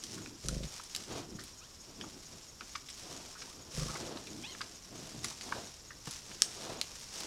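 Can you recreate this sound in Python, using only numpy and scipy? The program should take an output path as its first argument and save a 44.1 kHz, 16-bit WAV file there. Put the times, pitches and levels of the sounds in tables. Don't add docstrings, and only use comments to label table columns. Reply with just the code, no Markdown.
import sys
import numpy as np
from scipy import signal
from scipy.fft import rfft, irfft
from scipy.io import wavfile
from scipy.ndimage import uniform_filter1d

SR = 44100
rng = np.random.default_rng(int(sys.argv[2]) if len(sys.argv) > 2 else 0)


def unload_audio(sound):
    columns = np.transpose(np.atleast_2d(sound))
    steps = np.round(np.clip(columns, -1, 1) * 32767)
    wavfile.write(sys.argv[1], SR, steps.astype(np.int16))


N = 320166
T = np.arange(N) / SR


def from_db(db):
    return 10 ** (np.asarray(db) / 20)


def rms_one(x):
    return x / np.sqrt(np.mean(x ** 2) + 1e-20)


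def noise():
    return rng.standard_normal(N)


def drift(rate_hz):
    lowpass = signal.butter(2, rate_hz, fs=SR, output="sos")
    settled = signal.sosfilt(lowpass, rng.standard_normal(N + SR))[SR:]
    return rms_one(settled)


def level(rows):
    s, db = np.transpose(rows)
    return uniform_filter1d(from_db(np.interp(T, s, db, left=-200, right=-200)), size=128)


def swells(rows, attack, release):
    power = np.zeros(N)
    for start, length, db in rows:
        on = (T > start) & (T < start + length)
        progress = (T[on] - start) / length
        shape = np.clip(np.minimum(progress / attack, (1 - progress) / release), 0, 1)
        power[on] += (from_db(db) * shape) ** 2
    return np.sqrt(power)


def at_hz(points, hz):
    f, db = np.transpose(points)
    return np.interp(np.log(hz + 1e-9), np.log(f), db)


def colour(x, points):
    f = np.linspace(1, SR / 2, N + 1)
    low_skirt = 1 / (1 + (points[0][0] / f / 2) ** 4)
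    high_skirt = 1 / (1 + (f / points[-1][0] / 2) ** 4)
    return irfft(rfft(x, 2 * N) * from_db(at_hz(points, f)) * low_skirt * high_skirt)[:N]


def resonate(x, hz, width):
    r = np.exp(-np.pi * width / SR)
    zeros = np.array([1, 0, -1]) * (1 - r * r) / 2
    poles = [1, -2 * r * np.cos(2 * np.pi * hz / SR), r * r]
    return signal.lfilter(zeros, poles, x + 1e-18)


def airflow(modes):
    total = 0
    for hz, width, db in modes:
        once = resonate(noise(), hz, width)
        total = total + from_db(db) * resonate(once, hz, width)
    return rms_one(total)


def add(out, s, sound):
    i = max(0, int(s * SR))
    out[i:i + len(sound)] += sound[:max(0, N - i)]


# start in seconds, length in seconds, drive level in dB.
GRASS_STROKES = [(-0.039, 0.41, -47), (0.355, 0.6, -48.5), (0.689, 0.2, -45), (0.826, 0.38, -49),
                 (1.083, 0.19, -49.5), (1.381, 0.19, -50.5), (1.952, 0.72, -54.5), (2.55, 0.4, -53),
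                 (2.88, 0.65, -47.5), (3.357, 0.29, -50), (3.703, 0.29, -39.5), (3.883, 0.29, -44),
                 (4.129, 0.45, -50), (4.376, 0.51, -49.5), (4.906, 0.48, -49.5), (5.215, 0.19, -42.5),
                 (5.348, 0.49, -45.5), (6.035, 0.22, -42.5), (6.157, 0.65, -49), (6.43, 0.453, -45.5),
                 (6.768, 0.67, -48), (7.091, 0.28, -41.5)]
# frequency in Hz, relative level in dB.
BLADE_COLOUR = [(900, -8.5), (1900, -7), (3000, -5.5), (4200, -3.5), (5600, 1), (7200, -4), (8800, -9),
                (11000, -15.5), (15500, -28.5)]
BRUSH_ATTACK, BRUSH_RELEASE = .18, .52
FIDGET_DB = -55.5
CATCH_DB = .7


def grass(per_s=1500, clump_db=5, swish_db=-7.0, crackle_db=-6.5, catch_rate_hz=12):
    born = rng.random(N) < per_s * from_db(clump_db * drift(30)) / SR
    sizes = from_db(4.2 * np.minimum(rng.exponential(1, N), 4.5))
    ticks = born * sizes * rng.choice([-1, 1], N)
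    crackle = from_db(crackle_db) * rms_one(colour(ticks, BLADE_COLOUR))
    swish = from_db(swish_db) * rms_one(colour(noise(), BLADE_COLOUR))
    strokes = swells(GRASS_STROKES, BRUSH_ATTACK, BRUSH_RELEASE)
    push = np.hypot(strokes, from_db(FIDGET_DB))
    return (crackle + swish) * push * from_db(CATCH_DB * drift(catch_rate_hz))


# start in seconds, length in seconds,
# muffled murmur in dB, open blow in dB, both before the trims in snout().
NOSE_PUSHES = [(-0.008, 0.45, -45.5, -60), (0.633, 0.18, -60.9, -58.5), (0.93, 0.13, -51, -57),
               (1.052, 0.23, -41.5, -45.5), (1.24, 0.24, -45, -64), (1.833, 0.15, -53, -62),
               (1.942, 0.213, -46, -56), (2.118, 0.11, -48, -58.5), (2.26, 0.19, -55.8, -61.5),
               (2.59, 0.058, -56.5, -61), (2.971, 0.4, -50.5, -53), (3.37, 0.17, -55.5, -60),
               (3.474, 0.38, -53, -59.5), (3.845, 0.47, -44, -47.5), (4.194, 0.34, -43.5, -60),
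               (4.38, 0.47, -53.5, -59.5), (4.838, 0.39, -48, -55.5), (5.07, 0.32, -47.5, -59),
               (5.38, 0.36, -45.5, -48), (6.241, 0.17, -50.5, -58.5), (6.35, 0.3, -55.5, -57.5),
               (6.547, 0.32, -46, -44.5), (6.889, 0.069, -60, -54.5), (7.077, 0.29, -53.5, -52)]
# frequency in Hz, width of a single pass in Hz, relative level in dB.
SOIL_NOSE = [(99, 144, -2), (213, 130, -3.5), (308.6, 112, 0), (375, 39, -8.5)]
# frequency in Hz, width of a single pass in Hz, relative level in dB.
OPEN_NOSE = [(411, 370, 2), (645, 244, 0.5), (878, 360, -3.5), (1200, 690, -6), (2670, 4500, -10.5)]
# time in seconds, level in dB.
THROAT_PURR = [(5.0, -57), (5.12, -66), (5.175, -54), (5.25, -48.5), (5.285, -66)]
SNIFF_ATTACK, SNIFF_RELEASE = .32, .46


def snout(murmur_trim_db=-5.0, blow_trim_db=-1.0, flutter_db=2, purr_hz=120, purr_width_hz=60):
    start, length, murmur_db, blow_db = np.transpose(NOSE_PUSHES)
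    murmur_gain = swells(zip(start, length, murmur_db + murmur_trim_db), SNIFF_ATTACK, SNIFF_RELEASE)
    blow_gain = swells(zip(start, length, blow_db + blow_trim_db), SNIFF_ATTACK, SNIFF_RELEASE)
    breath = murmur_gain * airflow(SOIL_NOSE) + blow_gain * airflow(OPEN_NOSE)
    purr = level(THROAT_PURR) * airflow([(purr_hz, purr_width_hz, 0)])
    return breath * from_db(flutter_db * drift(29)) + purr


# frequency in Hz, relative level in dB.
AIR_COLOUR = [(15, -30), (25, 1.5), (113, -0.5), (410, -8), (722, -11.5), (1050, -8), (2060, -17),
              (4150, -12.5), (5580, -11), (6210, -19), (6730, -7), (8130, -18.5), (12500, -22),
              (14300, -27), (15500, -37)]
# frequency in Hz, relative level in dB.
RUMBLE_COLOUR = [(28, 0.5), (60, -2), (110, -3.5), (180, -7.5), (300, -10)]


def night_air(air_db=-59, rumble_db=-61.5):
    air = from_db(air_db) * rms_one(colour(noise(), AIR_COLOUR))
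    rumble = from_db(rumble_db) * rms_one(colour(noise(), RUMBLE_COLOUR))
    return air + rumble


def trill(hz=5500, width_hz=1100, db=-61, strokes_per_s=17.8):
    strokes = 1 + .6 * np.sin(2 * np.pi * strokes_per_s * T + drift(2))
    return from_db(db) * strokes * airflow([(hz, width_hz, 0)])


# time in seconds, before a short fixed delay,
# level in dB of the first break's peak, pitch in Hz, crack against ring in dB.
TWIG_BREAKS = [(0.037, -24.5, 5840, -6), (0.1423, -38, 5790, -6), (0.4604, -33, 6640, -10),
               (0.4843, -15, 5940, -6), (0.633, -32, 3600, -9), (0.836, -36, 6600, -5),
               (0.9483, -20, 4060, -4), (0.9616, -20, 5400, -1), (1.037, -32.5, 5200, -9),
               (1.3927, -38, 4440, -9), (1.4373, -29, 5070, 19), (2.0103, -31.5, 3120, -19),
               (2.8857, -35.5, 3340, -11), (2.89, -49, 3480, 4), (2.9003, -27, 5100, -20),
               (4.2697, -37, 2280, -22), (5.244, -19.5, 6830, -9), (5.4097, -28, 4300, -10),
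               (6.0736, -40, 5130, -3), (6.109, -25, 6500, -8), (6.314, -40, 2680, -11),
               (6.4194, -0.5, 5580, -9), (6.5515, -36, 5640, -8), (6.8128, -12.5, 4090, -6),
               (6.995, -35, 6300, 5), (7.139, -35, 5500, -6), (7.203, -27, 3700, 5)]
# multiple of its pitch, relative level in dB, time to fall 60 dB in seconds.
TWIG_MODES = [(.22, -27, 0.023), (.31, -23, 0.01), (.55, -9.5, .005), (.70, -6, 0.0027), (1, -2.5, 0.0042),
              (1.17, -5, 0.0033), (1.45, -10.5, 0.0044), (1.65, -7.5, 0.0032)]


def twigs(splinter_db=-24, weakness=.56, splinter_t60_s=.048, delay_s=.000949, crack_band_hz=(3400, 11000)):
    out, t = np.zeros(N), T[:SR // 12]
    crack_band = signal.butter(2, crack_band_hz, "band", fs=SR, output="sos")
    crack = signal.sosfilt(crack_band, (t == 0).astype(float))
    crack = crack / np.abs(crack).max()
    thin_wood = signal.butter(2, 1400, "high", fs=SR, output="sos")
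    for s, db, hz, crack_db in TWIG_BREAKS:
        ring = np.zeros(len(t))
        for i, (multiple, mode_db, t60) in enumerate(TWIG_MODES):
            decay = from_db(mode_db - 60 * t / t60)
            ring += (-1) ** i * decay * np.sin(2 * np.pi * hz * multiple * t)
        ring = signal.sosfilt(thin_wood, ring)
        snap = ring / np.abs(ring).max() + from_db(crack_db) * crack
        snap = snap / np.abs(snap).max()
        fibres = rng.standard_normal(len(t)) * (rng.random(len(t)) < .06)
        force = fibres * from_db(splinter_db - weakness * db - 60 * t / splinter_t60_s)
        force[0] = 1
        add(out, s + delay_s, from_db(db) * signal.fftconvolve(force, snap)[:len(t)])
    return out


def chirps(first_s, hz, db, width_hz=130, spread_s=.0083, period_s=.2263):
    from_note = (T - first_s + period_s / 2) % period_s - period_s / 2
    bell = np.exp(-(from_note / spread_s) ** 2 / 2)
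    tone = signal.hilbert(resonate(noise(), hz, width_hz))
    return from_db(db) * bell * np.real(tone / np.abs(tone))


# time in seconds, level in dB over its length before the trim in smacks(),
# mouth pitch in Hz as it starts to open, length in seconds, brightness in dB per octave.
JAW_SMACKS = [(0.177, -45.5, 1340, 0.018, 3), (0.26, -41, 1510, 0.014, 10.5),
              (0.489, -35, 1490, 0.0056, -1), (0.797, -37.5, 1330, 0.0091, -7),
              (1.3854, -46.5, 1800, 0.052, -23), (2.0368, -41, 1260, 0.011, -16),
              (2.608, -38.5, 1370, 0.022, 7), (2.7516, -30.5, 1320, 0.014, 7),
              (2.7576, -38.5, 1620, 0.011, 25), (3.353, -47.5, 1390, 0.039, -5),
              (3.4166, -37.5, 1390, 0.015, 12), (3.9554, -35.5, 1200, 0.014, 5),
              (4.171, -37.5, 1030, 0.0094, 13), (4.5485, -40, 1920, 0.0076, -3),
              (4.607, -33, 1640, 0.011, -10), (4.6144, -31, 1270, 0.011, 13),
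              (5.243, -30.5, 1270, 0.0087, 11.5), (5.311, -44.5, 1190, 0.013, -11),
              (5.4086, -44, 1920, 0.008, -4), (5.5224, -22.5, 1400, 0.0069, -6.5),
              (5.9044, -42, 1620, 0.022, -4), (6.071, -40, 1016, 0.0093, 8), (6.314, -44, 1880, 0.005, -5)]
# multiple of the mouth pitch, width in Hz, relative level in dB.
MOUTH_MODES = [(.63, 134, -5), (.93, 198, 4.5), (1.2, 231, -3.5), (1.6, 326, -7.5), (2.6, 400, -19),
               (3.6, 705, -21)]


def smacks(trim_db=-8, rise_per_s=6, attack_s=.001028, tears_per_s=6000, tear_size_db=4):
    out, t = np.zeros(N), T[:SR // 12]
    small_opening = signal.butter(2, [800, 7000], "band", fs=SR, output="sos")
    for s, db, hz, length, bright_db in JAW_SMACKS:
        length = max(length, .002)
        sizes = rng.standard_normal(len(t)) * from_db(tear_size_db * rng.standard_normal(len(t)))
        tears = sizes * (rng.random(len(t)) < tears_per_s / SR)
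        tears = tears * (1 - np.exp(-t / attack_s)) * np.exp(-2 * t / length)
        smack = np.zeros(len(t))
        for i, (multiple, width, mode_db) in enumerate(MOUTH_MODES):
            gain = from_db(mode_db + bright_db * np.log2(multiple))
            smack += (-1) ** i * gain * resonate(tears, hz * multiple, width)
        smack = np.interp(t * (1 + rise_per_s * t / 2), t, smack, right=0)
        smack = signal.sosfilt(small_opening, smack)
        strength = np.sqrt(np.sum(smack ** 2) / (length * SR) + 1e-20)
        add(out, s - attack_s, from_db(db + trim_db) * smack / strength)
    return out


# first closure in seconds, end in seconds, cycles per second, rasp in dB,
# dulling of the highest resonances as the mouth closes in dB per second.
GRUNT_CYCLES = [(.4495, .66, 25.7, -12, 30), (3.7405, 3.93, 25.4, -6, 65)]
# time in seconds, level in dB before the lift in grunts().
GRUNT_EFFORT = [
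    [(0.44, -48), (0.454, -46.5), (0.522, -41.5), (0.658, -44.5), (0.675, -41)],
    [(3.73, -63), (3.786, -43), (3.856, -41), (3.95, -54)],
]
# share of the cycle before closure, strength in dB.
FOLD_SLAPS = [(0, -7), (0.154, -14.5), (0.421, -12.5)]
# frequency in Hz, width in Hz, level in dB before the mouth dulls it.
THROAT_MODES = [(53.7, 28, 3), (144.8, 22, 4.5), (216, 49, -9.5), (345, 170, -16.5), (515, 100, -15)]
# time in seconds, level in dB before the throb and the lift in grunts().
NOSE_RING = [(3.77, -66), (3.783, -51.5), (3.825, -54.5), (3.87, -64), (3.89, -45), (3.935, -58),
             (3.96, -53), (3.98, -83)]


def grunts(lift_db=4.0, nasal_hz=1200, nasal_width_hz=240, top_hz=600, jitter_s=.0005, shimmer_db=1):
    out = np.zeros(N)
    for (start, end, rate, rasp_db, dulling), effort in zip(GRUNT_CYCLES, GRUNT_EFFORT):
        pulses = np.zeros(N)
        for closure in np.arange(start, end, 1 / rate):
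            for early, db in FOLD_SLAPS:
                late, force = rng.standard_normal(2)
                lateness = jitter_s * late * (.5 + 2 * early)
                add(pulses, closure - early / rate + lateness, from_db([db + shimmer_db * force]))
        gate = (.5 + .5 * np.cos(2 * np.pi * rate * (T - start))) ** 2
        rasp = from_db(rasp_db) * (.15 + gate) * noise() * np.sqrt(rate / SR) * 2
        closed_db = dulling * np.clip(T - start, 0, end - start)
        voice = np.zeros(N)
        for hz, width, db in THROAT_MODES:
            upper = min(hz / top_hz, 1)
            ring = resonate(2 * upper * rasp - pulses, hz, width)
            ring = signal.sosfilt(signal.butter(1, 2 * hz, fs=SR, output="sos"), ring)
            voice += from_db(db - upper * closed_db) * ring
        voice = signal.sosfilt(signal.butter(8, top_hz, fs=SR, output="sos"), voice)
        strength = np.std(voice[int(start * SR):int(end * SR)])
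        out += voice / strength * level(effort)
    throb = .45 + .75 * np.roll(gate, int(.007 * SR))
    nose = level(NOSE_RING) * airflow([(nasal_hz, nasal_width_hz, 0)]) * throb
    return from_db(lift_db) * (out + nose)


# time in seconds, peak level in dB.
HOOF_STEPS = [(1.324, -46), (6.074, -33.5)]


def hooves(hz=140, width_hz=110, decay_s=.011):
    out, t = np.zeros(N), T[:SR // 8]
    for s, db in HOOF_STEPS:
        crumble = rng.standard_normal(len(t)) * np.exp(-t / decay_s)
        thud = resonate(crumble, hz, width_hz)
        add(out, s, from_db(db) * thud / np.abs(thud).max())
    return out


# start in seconds, length in seconds, first pitch in Hz,
# pitch at the top of the arch in Hz, lengths needed to reach the top, level in dB before the trim in squeaks(),
# fade over its length in dB, hoarseness from 0 to 1, brightness in dB per octave.
ROOT_SQUEAKS = [(1.61, .072, 1170, 2150, 1.6, -59, 0, .02, -3),
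                (3.47, .075, 830, 1350, 1.1, -62, 4, .3, -5), (4.43, .135, 720, 1070, .52, -51, 10, .5, 7)]
# frequency in Hz, relative level in dB.
SQUEAK_SPECTRUM = [(700, 6), (1200, 2.5), (1700, -9), (2400, 3), (3600, -1), (4400, -2), (7000, -17)]
SQUEAK_ATTACK, SQUEAK_RELEASE = .1, .2
SQUEAK_WAVER = .06


def squeaks(trim_db=-1, rough_db=6):
    out, wobble, flutter_db = np.zeros(N), SQUEAK_WAVER * drift(570), rough_db * drift(130)
    for start, length, first_hz, top_hz, rising, db, fade_db, hoarse, bright_db in ROOT_SQUEAKS:
        on = (T > start) & (T < start + length)
        progress = (T[on] - start) / length
        arch = np.sin(np.pi / 2 * progress / rising)
        pitch = first_hz * (top_hz / first_hz) ** arch * (1 + hoarse * wobble[on])
        phase = 2 * np.pi * np.cumsum(pitch) / SR
        tone = np.zeros(len(pitch))
        for k in range(1, 5):
            partial_db = at_hz(SQUEAK_SPECTRUM, k * pitch) + bright_db * np.log2(k)
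            tone += from_db(partial_db) * np.sin(k * phase)
        swell = swells([(start, length, db + trim_db)], SQUEAK_ATTACK, SQUEAK_RELEASE)[on]
        out[on] += swell * from_db(hoarse * flutter_db[on] + fade_db * (.5 - progress)) * rms_one(tone)
    return out


def thicket(x, wet_db=-11, t60_s=.22, low_hz=500):
    t = T[:SR // 2]
    echoes = rng.standard_normal(len(t)) * from_db(-60 * t / t60_s) * (t > .002)
    echoes = signal.sosfilt(signal.butter(1, low_hz, "high", fs=SR, output="sos"), echoes)
    echoes = echoes / np.linalg.norm(echoes)
    return x + from_db(wet_db) * signal.fftconvolve(x, echoes)[:N]


def scene():
    boar = snout() + twigs() + smacks() + grunts() + hooves() + squeaks()
    insects = trill() + chirps(first_s=.167, hz=7370, db=-60) + chirps(first_s=.23, hz=6660, db=-50.5)
    return (grass() + thicket(boar) + insects + night_air())[None]


def record(dry, cutoff_hz=15850):
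    return signal.sosfilt(signal.ellip(10, .1, 80, cutoff_hz, fs=SR, output="sos"), dry)


dry = scene()
out = record(dry)
unload_audio(out)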